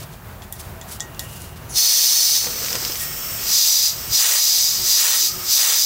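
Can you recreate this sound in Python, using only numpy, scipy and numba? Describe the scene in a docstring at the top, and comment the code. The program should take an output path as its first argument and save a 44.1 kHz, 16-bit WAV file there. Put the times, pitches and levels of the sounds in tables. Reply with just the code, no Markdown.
"""Filling a propane cylinder

A small cylinder is filled from a big tank on a workshop bench, over the steady rumble of a fan.
Hands rub and click at the fitting, made of short noise strokes, noise bursts and decaying sines.
Then gas vents as the valve is worked: filtered noise blends from a thin spitting leak to a loud jet
or a full blast, with a whistle as the seat cracks open and a hum that grows as the cylinder fills.
A limiter holds the jet down, so the rumble ducks under every surge.
"""
import sys
import numpy as np
from scipy import signal
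from scipy.fft import rfft, irfft
from scipy.io import wavfile
from scipy.ndimage import uniform_filter1d
from numba import njit

SR = 44100
rng = np.random.default_rng(int(sys.argv[2]) if len(sys.argv) > 2 else 0)


def bounce(signal):
    """Save signal as a 16-bit WAV file at the path given by the first command-line argument."""
    frames = np.transpose(np.atleast_2d(signal))
    limited = np.clip(frames, -1, 1)
    pcm = np.round(limited * 32767).astype(np.int16)
    wavfile.write(sys.argv[1], SR, pcm)


N = 257984
TIME = np.arange(N) / SR
HZ = np.maximum(np.arange(N // 2 + 1) * SR / N, 1)  # frequency of each spectrum bin
TOP_HZ = 15750  # the final treble cut

# Spectrum of the room noise. Each row: frequency in Hz, relative level in dB.
ROOM_COLOUR = [(20, -34), (40, -2), (75, -0.5), (150, -7.5), (200, -8.5), (300, -16.5), (400, -16),
               (900, -15), (1500, -18.5), (2500, -26), (5000, -31.5), (10000, -32.5), (15000, -26)]
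# Fan and room resonances. Each row: centre in Hz, width in Hz, lift in dB.
FAN_RESONANCES = [(76, 5.8, 1.5), (106.6, 11, 9), (148.8, 10, 10.5), (367.4, 26, 6.5), (664.51, 22, 8)]

# Hands slide on the metal. Each row: middle in seconds, reach either side (down 17 dB) in seconds,
# level in dB, centre in Hz.
RUBS = [(.005, 0.056, -41, 4440), (0.138, 0.043, -46.5, 4000), (0.434, 0.02239, -43, 4500),
        (0.603, 0.018, -36, 6760), (0.627, 0.12, -44.5, 6000), (0.927, 0.054, -33, 7450),
        (1.25, 0.08754, -40, 10000), (1.339, 0.054, -37.5, 8609), (1.437, 0.089, -38, 7350),
        (1.572, .02, -44.5, 3980), (3.014, 0.076, -26, 10000)]
# Metal clicks at the fitting. Each row: start in seconds, approximate peak of the contact in dB,
# centre in Hz, nominal width in Hz, ring relative to the contact in dB.
CLICKS = [(0.421, -25.5, 4000, 4000, -22), (.525, -8, 11300, 14260, -35), (0.8136, -19, 5100, 7000, -22.5),
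          (.999, -19, 4474, 7000, -30), (1.0049, -5.5, 6400, 2681, -25.5), (1.147, -26, 4500, 6000, -26),
          (1.194, -6, 6700, 11000, -27), (1.419, -21, 9000, 6000, -46), (3.006, -13, 9000, 10000, -24)]
# Ring of the steel cylinder. Each row: frequency in Hz, relative level in dB, 60 dB decay in seconds.
STEEL_MODES = [(850, -9.5, 0.17), (1881.1, -3.5, 0.32), (1976, -8, .15), (3400, 4, 0.057),
               (3715.3, -3.5, 0.0967), (6120, -5, 0.0668), (6834, -5, 0.14), (7250, 3, 0.06)]

# A faint sing at the tank valve; rise and fall are seconds per 20 dB.
SING_S, SING_RISE_S, SING_FALL_S, SING_DB = 1.3, 0.6, 0.8, -47.5
# The bench rumbles as a hand bears down on the cylinder.
LEAN_FROM_S, LEAN_TO_S, LEAN_HZ, LEAN_DB = 1.32, 1.78, 74.5, -40.5

# The seat cracks open with a falling breathy whistle.
CRACK_S, CRACK_LENGTH_S, CRACK_DB = 1.696, 0.06, -34.5
# Where the two whistle bands settle: lower and upper frequency in Hz.
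CRACK_HZ = (5800, 9300)
CRACK_SHARP, CRACK_GLIDE_S = 0.15, 0.022  # share by which they start higher; time constant of the glide

# The valve is pressed open. Each row: open in seconds, let go in seconds, jet on opening in dB,
# rise in dB per second, fall in dB per second.
SURGES = [(1.784, 2.379, -1, 703, 305), (3.563, 3.879, -1.5, 230, 382), (4.153, 4.667, -1.5, 560, 125),
          (4.915, 5.266, 1, 276, 400), (5.537, 5.9, 2, 377, 400)]
ARCH_DB, ARCH_POWER = 5.5, 0.82  # the flow swells mid-press; a low power flattens the arch
SAG_DB = 4.5  # the pressure sags over the length of a press
TAIL_DB, TAIL_DB_PER_S = -19, 110  # the fitting empties: level below the end of the press, decay rate
# The leak in the pauses between presses. Each row: level in dB just after letting go,
# level in dB just before the next press.
LEAKS = [(-26, -22.5), (-28.5, -20.5), (-24.5, -26), (-26.5, -22)]
CREEP_POWER = 4.1  # the leak moves to its next level late in each pause, mostly upward
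SEEP_DB = -11.5  # a little of the jet always sounds in the leak
# The valve goes fully open inside a surge. Each row: middle in seconds, half length in seconds,
# extra flow in dB.
BLASTS = [(4.293, 0.1, 6), (5.091, 0.094, 2), (5.682, 0.089, 4)]
# Colour of the turbulence. Each row: frequency in Hz, relative levels of leak, jet and blast in dB.
GAS_COLOUR = [(195, -6.5, -36, -33.5), (418.8, -7, -23, -22), (820.3, -10, -17.5, -16.5),
              (1483.4, -7.5, -20, -14.5), (3180, -4, -9.5, -10.5), (3800, -12.5, -2, -7.5),
              (4800, -2.5, -3.5, -15), (6840, -5, -0.5, -5.5), (8680, 3, -8, -10), (9800, -13, -9.5, -12),
              (11700, -10, -9.5, -13.5), (12740, -8, -11, -23), (14550, 5.5, 0, -3), (16200, -6, -6, -5.5)]
# Resonances of valve and cylinder. Each row: centre in Hz, width in Hz, lift in dB.
CAVITIES = [(1270, 140, 2), (1879, 70, 4.5), (3585, 37, 7), (3861.9, 24, 4.5), (4315, 6.1, 9.5),
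            (4495, 140, 5), (4440, 280, 2), (4787, 61, 8.5), (4840, 89, 8.5), (5011, 136, 12.5),
            (5126, 77, 6.5), (5465.7, 220, 9.5), (5865, 240, 9.5), (6120, 152, 8.5), (6776, 34, 10.5),
            (8630, 110, 2), (9214, 222.0, 2), (12090, 148.0, 9.5), (9343, 150, 1.5), (11000, 110, 4),
            (13080, 120, 10), (14324, 250, 3.5)]
# Peaks and notches of the nearly closed passage. Each row: centre in Hz, width in Hz, lift in dB.
THROAT = [(1280, 270, 5), (4250, 109, -10), (4820, 307.7, -14), (5430, 120, 14), (6180, 285, 0.5),
          (7300, 220, -4), (8450, 88.7, -2), (7670, 59, -2.5), (8820, 250, -26), (9000, 115, 7),
          (12650, 120, 19), (13370, 150, -2), (13670, 85, -3.5), (15190, 175, 3), (14900, 280, -6),
          (14800, 200, 6.5)]
# The passage before the grip shifts. Each row: centre in Hz, width in Hz, lift in dB.
FIRST_GRIP = [(3670, 350, -1.5), (4400, 300, 5.5), (4840, 388.5, -6.5), (5600, 220, -2.5), (6350, 260, 6),
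              (6780, 700, -4.5), (9380, 270, 7), (12800, 1424, -1), (16000, 790, -10)]
# The passage in the later surges. Each row: centre in Hz, width in Hz, lift in dB.
LATER_GRIP = [(4072.4, 230, 3), (5430, 220, -5), (7840, 510, 3.5), (8710, 300, -7), (8813.5, 210, 7),
              (13300, 300, 6.5), (15200, 300, -14)]
GRIP_SHIFT_S = 2.6

# Spells when liquid reaches the leak. Each row: start in seconds, end in seconds, strength in dB,
# rise in seconds per 20 dB, fall in seconds per 20 dB.
WET_SPELLS = [(2.424, 2.443, 2, 0.55, 0.2), (2.637, 2.9, 1.5, 0.2, 0.12)]
# The largest drops spit through the leak. Each row: start in seconds, approximate peak in dB.
SPITS = [(2.444, -4.5), (2.646, -8), (2.661, -6), (2.684, -8), (2.706, -7), (2.729, -3.5), (2.754, -5),
         (2.850, -3.5), (2.878, -10), (2.921, -9), (2.956, -9)]
# Levels ahead of the wet-spell gain: low sputter, extra hiss of the boiling liquid, small drops (peak).
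SPUTTER_DB, WET_JET_DB, DROPLET_DB = -35, -29.5, -17
DROPLETS_PER_S = 37

# A finger sets the cylinder wall singing. The row: peak in seconds, reach of the swell (from 17 dB
# down) in seconds, frequency in Hz, level in dB.
WALL_PING = (3.035, .04, 1868, -35)
# The gas inside the cylinder hums as it fills. Each row: frequency in Hz, width in Hz, relative level in dB.
HOLLOW_MODES = [(366, 12, -2.5), (1235, 40, -1), (1288.6, 40, -5)]
HUM_FULL_S, HUM_RISE_S, HUM_DB = 5.13, 1.0, -38  # the rise is seconds per 20 dB


def undb(db):
    """Decibels to gain."""
    return 10 ** (np.asarray(db) / 20)


def unit(x):
    """Scale to rms 1."""
    return x / np.sqrt(np.mean(x ** 2))


def slope(hz, db):
    """Spectrum in dB drawn through a few points, straight over log frequency."""
    return np.interp(np.log(HZ), np.log(hz), db)


def bumps(table):
    """Resonances as bell-shaped lifts or dips in dB."""
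    return sum(db / (1 + (2 * (HZ - hz) / width) ** 2) for hz, width, db in table)


def band(hz, width):
    """One broad resonance in dB, 0 at its centre."""
    return -10 * np.log10(1 + ((HZ ** 2 - hz ** 2) / (HZ * width)) ** 2)


def colour(x, db):
    """Filter with the given dB response, made minimum-phase by folding its cepstrum."""
    cepstrum = irfft(np.log(undb(db)), N)
    cepstrum[1:N // 2] *= 2
    cepstrum[N // 2 + 1:] = 0
    response = np.exp(rfft(cepstrum))
    return irfft(rfft(x) * response, N)


def walk(rate):
    """Smooth random wander of rms 1: levels held for 1 / rate seconds, then averaged twice."""
    hold = max(int(SR / rate), 1)
    steps = np.repeat(rng.standard_normal(N // hold + 1), hold)
    smooth = uniform_filter1d(uniform_filter1d(steps, hold), hold)
    return unit(smooth[:N])


def fade(s, t60):
    """Exponential decay that starts at time s and loses 60 dB in t60 seconds."""
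    return (TIME >= s) * undb(-60 * np.clip((TIME - s) / t60, 0, 4))


def swell(start, end, rise, fall):
    """Gain 1 from start to end; rise and fall are the seconds that each 20 dB takes on either side."""
    before = np.maximum(start - TIME, 0) / rise
    after = np.maximum(TIME - end, 0) / fall
    return 10 ** -np.minimum(before + after, 12)


def turbulence(db, grain_db, grain_rate):
    """Noise that comes in quick eddies, through a filter."""
    eddies = rng.standard_normal(N) * undb(grain_db * walk(grain_rate))
    return unit(colour(eddies, db))


def snap(s, db, t60, tail_db, tail_t60):
    """A very short burst and its scatter off bench and tank; peak near 1."""
    push = fade(s, t60)
    push_rms = np.sqrt(np.mean(push ** 2))
    burst = unit(colour(rng.standard_normal(N) * push, db)) * push_rms / 2
    tail = unit(colour(rng.standard_normal(N), db)) * fade(s, tail_t60)
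    return burst + undb(tail_db) * tail


def room():
    """Steady fan rumble with resonant peaks and a faint hiss above it."""
    room_db = slope(*np.transpose(ROOM_COLOUR)) + bumps(FAN_RESONANCES)
    return undb(-36) * turbulence(room_db, grain_db=-1.37, grain_rate=12)


def rubs():
    """Skin drags over the metal in short strokes that catch and slip."""
    out = 0
    for s, reach, db, hz in RUBS:
        stroke = np.exp(-2 * ((TIME - s) / reach) ** 2)
        catch = undb(2.5 * walk(70))
        scrape = turbulence(band(hz, 1.8 * hz), grain_db=1.0, grain_rate=760)
        out = out + undb(db) * stroke * catch * scrape
    return out


def clicks():
    """Hard little contacts, each of which sets the modes of the steel cylinder ringing."""
    out = 0
    for s, db, hz, width, ring_db in CLICKS:
        ring = 0
        for mode_hz, mode_db, t60 in STEEL_MODES:
            ring = ring + undb(mode_db) * fade(s, t60) * np.sin(2 * np.pi * mode_hz * (TIME - s))
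        contact_db = 2 * band(hz, width)  # doubled for steeper skirts
        contact = snap(s, contact_db, t60=0.005, tail_db=-25, tail_t60=0.15)
        out = out + undb(db) * (contact + undb(ring_db) * ring)
    return out


def sing():
    """A thin breathy tone at the tank valve: narrow-band noise that swells and fades."""
    tone = turbulence(band(2840, 170), grain_db=1.2, grain_rate=40)
    return tone * undb(SING_DB) * swell(SING_S, SING_S, SING_RISE_S, SING_FALL_S)


def lean():
    """A low rumble of the bench under the weight of the hand."""
    rumble = turbulence(2 * band(LEAN_HZ, 84), grain_db=1.5, grain_rate=22)
    return rumble * undb(LEAN_DB) * swell(LEAN_FROM_S, LEAN_TO_S, rise=0.25, fall=0.1)


def crack():
    """Two breathy bands slide down in a first puff as the gap at the seat widens."""
    glide = 1 + CRACK_SHARP * np.exp(-np.maximum(TIME - CRACK_S, 0) / CRACK_GLIDE_S)
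    whistle = 0
    for hz in CRACK_HZ:
        phase = 2 * np.pi * np.cumsum(hz * glide) / SR
        whistle = whistle + walk(1700) * np.sin(phase)  # the random level makes the tone a noise band
    puff = turbulence(band(7960, 5000), grain_db=0, grain_rate=500)
    breath = unit(unit(whistle) + undb(-6) * puff)
    return breath * undb(CRACK_DB) * swell(CRACK_S, CRACK_S + CRACK_LENGTH_S, rise=0.01, fall=0.02)


def surges():
    """Gain of the jet: each press opens, arches, sags and closes, and the fitting empties after it."""
    jet = 0
    for start, end, db, rise, fall in SURGES:
        early = np.maximum(start - TIME, 0)
        late = np.maximum(TIME - end, 0)
        through = np.clip((TIME - start) / (end - start), 0, 1)
        arch_db = ARCH_DB * np.abs(np.sin(np.pi * through)) ** ARCH_POWER
        held_db = db + arch_db - SAG_DB * through
        closing_db = np.maximum(-fall * late, TAIL_DB - TAIL_DB_PER_S * late)
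        jet = jet + undb(held_db - rise * early + closing_db)
    return jet


def leaking():
    """Gain of the leak: it starts with the first press and moves late in every pause to its next level."""
    starts, ends, _, rises, _ = np.transpose(SURGES)
    edges = np.column_stack([ends[:-1], starts[1:]]).ravel()  # start and end of each pause
    creep = np.interp(TIME, edges, np.arange(len(edges)) % 2) ** CREEP_POWER
    after_db, before_db = (np.interp(TIME, edges, np.repeat(db, 2)) for db in np.transpose(LEAKS))
    leak_db = after_db + creep * (before_db - after_db)
    return undb(leak_db - rises[0] * np.maximum(starts[0] - TIME, 0))


def wetness():
    """How much liquid is in the leak, as a gain."""
    return sum(undb(db) * swell(start, end, rise, fall) for start, end, db, rise, fall in WET_SPELLS)


def valve():
    """Gains of leak and jet, and the share of the jet that is a full blast."""
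    jet, leak, share = surges(), leaking(), 0
    for s, half_length, db in BLASTS:
        wide = np.exp(-((TIME - s) / half_length) ** 4)  # flat-topped opening
        jet = jet * undb(db * wide)
        share = share + wide
    jet = jet + undb(SEEP_DB) * leak + undb(WET_JET_DB) * wetness()
    return leak, jet, np.minimum(share, 1)


def gas():
    """The opening blends leak, jet and blast; each rings the cavities it passes, and the flow flutters."""
    leak_gain, jet_gain, share = valve()
    hz, *shapes = np.transpose(GAS_COLOUR)
    leak_db, jet_db, blast_db = (slope(hz, shape) for shape in shapes)
    first_db = bumps(CAVITIES + FIRST_GRIP)
    later_db = bumps(CAVITIES + LATER_GRIP)
    leak = turbulence(leak_db + bumps(THROAT), grain_db=0.2, grain_rate=760)
    first = turbulence(jet_db + first_db, grain_db=0.7, grain_rate=730)
    later = turbulence(jet_db + later_db, grain_db=1.03, grain_rate=800)
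    blast = turbulence(blast_db + later_db, grain_db=1.15, grain_rate=580)
    plain_jet = np.where(TIME < GRIP_SHIFT_S, first, later)
    jet = np.sqrt(1 - share) * plain_jet + np.sqrt(share) * blast  # equal-power blend
    flutter = undb(0.5 * walk(45))
    return (leak_gain * leak + jet_gain * jet) * flutter


def bench(x, echo_db, t60):
    """Close reflections off bench, tank and walls ripple the spectrum finely."""
    echoes = rng.standard_normal(N) * fade(0.0035, t60)
    echoes *= undb(echo_db) / np.sqrt(np.sum(echoes ** 2))
    wet = signal.fftconvolve(x, echoes)[:N]
    return (x + wet) / np.sqrt(1 + undb(echo_db) ** 2)


def spits():
    """Each drop bursts in the nozzle and rings its main resonance; small ones sputter lower down."""
    nozzle_db = band(5600, 1400) + bumps([(1420, 3800, 12)])
    drops = 0
    for s, db in SPITS:
        drops = drops + undb(db) * snap(s, nozzle_db, t60=0.005, tail_db=-16, tail_t60=0.06)
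    sputter_db = band(560, 2200) + bumps([(230, 80, 4.7), (484, 49, 13)])
    sputter = turbulence(sputter_db, grain_db=4.5, grain_rate=160)
    kicks = (rng.random(N) < DROPLETS_PER_S / SR) * rng.standard_normal(N)
    droplets = colour(kicks, nozzle_db)
    droplets *= undb(DROPLET_DB) / np.max(np.abs(droplets))
    return drops + (undb(SPUTTER_DB) * sputter + droplets) * wetness()


def wall_ping():
    """One mode of the cylinder wall swells under a sliding finger, then rings out."""
    s, reach, hz, db = WALL_PING
    rising = np.exp(-2 * ((TIME - s) / reach) ** 2)
    shape = np.where(TIME < s, rising, fade(s, 0.55))
    return undb(db) * shape * np.sin(2 * np.pi * hz * TIME)


def hum():
    """The flow stirs the narrow resonances of the cylinder's hollow, more as it fills."""
    modes = 0
    for hz, width, db in HOLLOW_MODES:
        modes = modes + undb(db) * walk(2 * width) * np.sin(2 * np.pi * hz * TIME)
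    return unit(modes) * undb(HUM_DB) * swell(HUM_FULL_S, TIME[-1], HUM_RISE_S, 1)


def scene():
    """Everything reaches one microphone, the same in both channels."""
    venting = bench(gas() + crack(), echo_db=-8.5, t60=0.095) + hum() + sing() + spits()
    handling = clicks() + rubs() + wall_ping() + lean()
    mono = venting + handling + room()
    return np.array([mono, mono])


@njit
def follow(x, attack, release):
    """Envelope that rises and falls at its own rates."""
    out, level = np.empty(len(x)), 0.
    for i in range(len(x)):
        level += (x[i] - level) * (attack if x[i] > level else release)
        out[i] = level
    return out


def limiter(x, ceiling_db, attack_s, release_s, ratio):
    """Soft-knee gain reduction driven by the short-time rms of the sound."""
    rms = np.sqrt(np.abs(uniform_filter1d(x[0] ** 2, size=128)))
    envelope = follow(rms, 1 / (attack_s * SR), 1 / (release_s * SR))
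    over = envelope / undb(ceiling_db)
    return x * (1 + over ** 2) ** (-(1 - 1 / ratio) / 2)


def record(dry):
    """A slow gain control eases the level down, the limiter holds the surges level, then the top is cut."""
    eased = limiter(dry, ceiling_db=-19.5, attack_s=0.42, release_s=2.2, ratio=1.132)
    held = limiter(eased, ceiling_db=-14.5, attack_s=0.003, release_s=0.014, ratio=30)
    top_cut = signal.ellip(12, 0.1, 80, TOP_HZ, fs=SR, output="sos")  # 0.1 dB ripple, 80 dB stopband
    return signal.sosfilt(top_cut, held)


dry = scene()
out = record(dry)
bounce(out)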